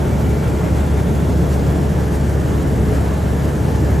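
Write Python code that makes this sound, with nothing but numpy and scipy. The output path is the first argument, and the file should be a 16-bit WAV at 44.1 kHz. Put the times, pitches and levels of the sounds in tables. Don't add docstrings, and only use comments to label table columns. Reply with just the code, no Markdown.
import sys
import numpy as np
from scipy import signal
from scipy.fft import rfft, irfft, next_fast_len
from scipy.io import wavfile
from scipy.ndimage import uniform_filter1d, map_coordinates

SR = 44100
rng = np.random.default_rng(int(sys.argv[2]) if len(sys.argv) > 2 else 0)


def store_wav(level_fs):
    pcm = np.round(np.clip(np.atleast_2d(level_fs), -1, 1) * 32767)
    wavfile.write(sys.argv[1], SR, pcm.T.astype(np.int16))


N = 176400
GEAR_RATIO = 2.4317
WIDEN_ABOVE_HZ, WIDEN_CYCLES_PER_HZ = 8000, .000326
BAND_LIMIT_HZ = 15400

# time in seconds, blade passes per second.
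BLADE_PASS_RATE = [(0, 71.26), (.7, 71.3), (1.4, 71.02), (2, 70.81), (2.6, 70.72), (3.05, 70.7),
                   (3.5, 71.02), (4, 70.75)]
# multiple of the blade rate, base level in dB, left over right in dB,
# left phase lead in radians, change over the microphone's turn in dB.
BLADE_TONES = [(1, -20, .7, -0.16, 0), (2, -27, 0.6, 0.077, 1.5), (3, -39.5, -9, .25, -1),
               (4, -36.5, 0, .1, -4.5)]
# time in seconds, gain in dB.
DRONE_GAIN = [(0, -2.2), (.5, 0.5), (1.3, 1.4), (1.9, 0.3), (2.6, -0.8), (3.1, -1.9), (3.5, 0), (4, -1.2)]
RESONANT_TONE = [(6, -40.5, 1, .1, -0.9)]
# peak time in seconds, length in seconds, rise in dB.
RESONANT_SURGES = [(.36, 0.35, 13), (1.3, 0.25, 10), (2.4, .2, 7), (2.92, 0.094, 12), (3.66, .25, 8)]
# time in seconds, share of the turn from 0 to 1.
MIC_TURN = [(0, 0.2), (.6, 0.14), (1.3, 0.45), (1.9, .9), (2.6, 0.8), (4, 1)]

FIRING_TONES = [(1, -39, 2, 0.063, 1.5), (2, -38.5, 3, 0.17, 4), (3, -36.5, 4, 0.083, 5),
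                (4, -29, -2.5, -0.27, -0.7)]
GEAR_TONES = [(5, -47, 9, -0.19, -3), (10, -50, -7, -1.5, 4), (16, -48, 11, 0.93, -7.5),
              (19, -67, 5, 0, 12), (20, -62.5, 9, 0.03, 12), (21, -63, 8, -0.14, 7)]
# peak time in seconds, length in seconds, rise in dB.
GROWL_SWELLS = [(.47, 0.16, 3), (1.47, 0.37, 4.5), (2.8, 0.23, 2.8)]

# frequency in Hz, base density in dB per Hz.
EXHAUST_SPECTRUM = [(60, -140), (110, -82), (150, -47.5), (175, -46), (200, -49.5), (250, -82), (400, -140)]
SHELL_SPECTRUM = [(18, -85), (28, -69), (42, -60), (60, -41.5), (82, -43.5), (110, -38.5), (135, -43.5),
                  (190, -44.5), (240, -47), (320, -48), (480, -53.5), (800, -71), (2000, -110)]
WINDOW_SPECTRUM = [(150, -89), (400, -57), (550, -56.5), (625, -54.5), (700, -58), (870, -58.5),
                   (1000, -63), (1270, -67), (1440, -66), (1720, -69.5), (2080, -72), (2550, -79),
                   (2770, -77.5), (3150, -80), (4500, -93.5), (9000, -115)]
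VENT_SPECTRUM = [(800, -101), (2500, -80), (4800, -82), (6500, -80.5), (9000, -82), (11300, -82),
                 (13000, -83.5), (15600, -92)]
NASAL_SPECTRUM = [(900, -140), (1300, -106), (1570, -67.5), (1690, -74.5), (1860, -73), (2100, -95),
                  (2800, -140)]
# frequency in Hz, left-right correlation.
SHELL_CORRELATION = [(60, 1), (100, 1), (160, 0.87), (250, 0.81), (450, 0.89)]
WINDOW_CORRELATION = [(450, 0.55), (650, 0.16), (850, 0.13), (1100, 0.33), (1400, 0.44), (1750, 0.5),
                      (2300, 1), (3300, 0.65)]
VENT_CORRELATION = [(3400, .86), (4300, .98), (5000, 1), (13000, 1)]
NASAL_CORRELATION = [(1700, 0.55)]
# time in seconds, gain of the shell rumble in dB.
GUSTS = [(0, 0.6), (.45, 0.4), (.8, 0.8), (1.45, 1.2), (1.8, 0.5), (2.1, -2), (2.4, 1), (2.85, 0.6),
         (3.2, -1.5), (3.6, -0.7), (4, 1)]
# peak time in seconds, length in seconds, rise of the hiss in dB.
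VENT_PUFFS = [(.996, 0.033, 1), (1.535, 0.056, 4.5), (2.155, 0.039, 4), (2.95, .04, 3), (3.45, .04, 2.5)]
# peak time in seconds, length in seconds,
# pitch in Hz, half-width in Hz, peak density in dB per Hz.
GAP_WHISTLES = [(.3, 0.63, 2290, 115, -68), (.7, 1.2, 2070, 100, -71.5), (0.99, 0.043, 2200, 380, -68),
                (1.25, 1.9, 3336, 60, -73.5), (1.1, 1, 3600, 80, -76.5), (1.55, 1, 4350, 90, -84)]


def propeller(blade_passes):
    drone = harmonics(blade_passes, BLADE_TONES, waver_db=0.97, waver_rad=0.12, waver_hz=4.05)
    resonance = harmonics(blade_passes, RESONANT_TONE, waver_db=5.2, waver_rad=1.0, waver_hz=7.5)
    return amp(curve(DRONE_GAIN)) * drone + amp(rises(RESONANT_SURGES)) * resonance


def engine(blade_passes):
    crank_turns = blade_passes / 2 * GEAR_RATIO
    cycles = crank_turns / 2
    hum = harmonics(cycles, FIRING_TONES, waver_db=-1.5, waver_rad=0.096, waver_hz=5.4)
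    exhaust = stereo_noise(EXHAUST_SPECTRUM, SHELL_CORRELATION, patchy_db=0.27)
    whine = harmonics(crank_turns, GEAR_TONES, waver_db=1.0, waver_rad=0.8, waver_hz=7)
    return amp(rises(GROWL_SWELLS)) * (hum + exhaust) + whine


def airflow():
    gust_db, puff_db = curve(GUSTS), rises(VENT_PUFFS)
    flutter = wobble(22.0)
    rumble_db = gust_db + 0.082 * flutter
    rumble = amp(rumble_db) * stereo_noise(SHELL_SPECTRUM, SHELL_CORRELATION, patchy_db=-0.37)
    rush_db = 0.26 * gust_db + 0.2 * puff_db + 0.68 * flutter
    rush = amp(rush_db) * stereo_noise(WINDOW_SPECTRUM, WINDOW_CORRELATION, patchy_db=0.72)
    hiss_db = 0.15 * gust_db + puff_db + 0.34 * flutter + 0.65 * wobble(70)
    hiss = amp(hiss_db) * stereo_noise(VENT_SPECTRUM, VENT_CORRELATION, patchy_db=0.8)
    shift_rad = lambda hz: np.pi * WIDEN_CYCLES_PER_HZ * np.maximum(hz - WIDEN_ABOVE_HZ, 0)
    return rumble + rush + filtered(hiss, lambda hz: np.exp(1j * shift_rad(hz) * [[-1], [1]]))


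def nasal_resonance():
    return curve(MIC_TURN) * stereo_noise(NASAL_SPECTRUM, NASAL_CORRELATION, patchy_db=1.2)


def window_gap():
    out = np.zeros(N)
    for peak_s, length, pitch, width, db in GAP_WHISTLES:
        band = filtered(rng.standard_normal(N), lambda hz: np.exp(-((hz - pitch) / width) ** 2))
        out += np.sqrt(SR / 2) * amp(db) * swell(peak_s, length) * band
    return out


def harmonics(cycles, table, waver_db, waver_rad, waver_hz):
    out, sides = np.zeros((2, N)), np.array([[.5], [-.5]])
    for multiple, db, pan_db, lead_rad, turn_db in table:
        phase = 2 * np.pi * (multiple * cycles + rng.random()) + waver_rad * wobble(waver_hz)
        level_db = db + turn_db * curve(MIC_TURN) + waver_db * wobble(waver_hz)
        out += np.sqrt(2) * amp(level_db + sides * pan_db) * np.sin(phase + sides * lead_rad)
    return out


def stereo_noise(spectrum, correlation, patchy_db):
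    spectrogram = signal.stft(rng.standard_normal((2, N)), nperseg=512)[2]
    patches = uniform_filter1d(rng.standard_normal(spectrogram.shape[1:]), size=9, axis=0)
    patches = uniform_filter1d(patches, size=14, axis=1)
    pair = signal.istft(spectrogram * amp(patchy_db * patches / patches.std()), nperseg=512)[1][:, :N]

    angle = lambda hz: np.arccos(np.clip(along(correlation, hz), -1, 1)) / 2
    response = lambda hz: amp(along(spectrum, hz)) * [np.cos(angle(hz)), np.sin(angle(hz))]
    mid, side = filtered(pair, response)
    return np.sqrt(SR / 2) * np.array([mid + side, mid - side])


def filtered(x, response):
    size = next_fast_len(N + SR // 2)
    return irfft(rfft(x, size) * response(np.fft.rfftfreq(size, 1 / SR)), size)[..., :N]


def amp(db):
    return 10 ** (np.asarray(db) / 20)


def along(points, hz):
    freqs, values = np.transpose(points)
    return np.interp(np.log(hz + 1), np.log(freqs + 1), values)


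def curve(points):
    return np.interp(np.arange(N) / SR, *np.transpose(points))


def wobble(rate):
    return map_coordinates(rng.standard_normal(1024), [np.arange(N) * rate / SR + 2], mode="wrap")


def swell(peak_s, length):
    return np.exp(-(2 * (np.arange(N) / SR - peak_s) / length) ** 2)


def rises(table):
    return sum(db * swell(peak_s, length) for peak_s, length, db in table)


def scene():
    blade_passes = np.cumsum(curve(BLADE_PASS_RATE)) / SR
    return propeller(blade_passes) + engine(blade_passes) + airflow() + nasal_resonance() + window_gap()


def record(dry):
    return filtered(dry, lambda hz: hz < BAND_LIMIT_HZ)


dry = scene()
out = record(dry)
store_wav(out)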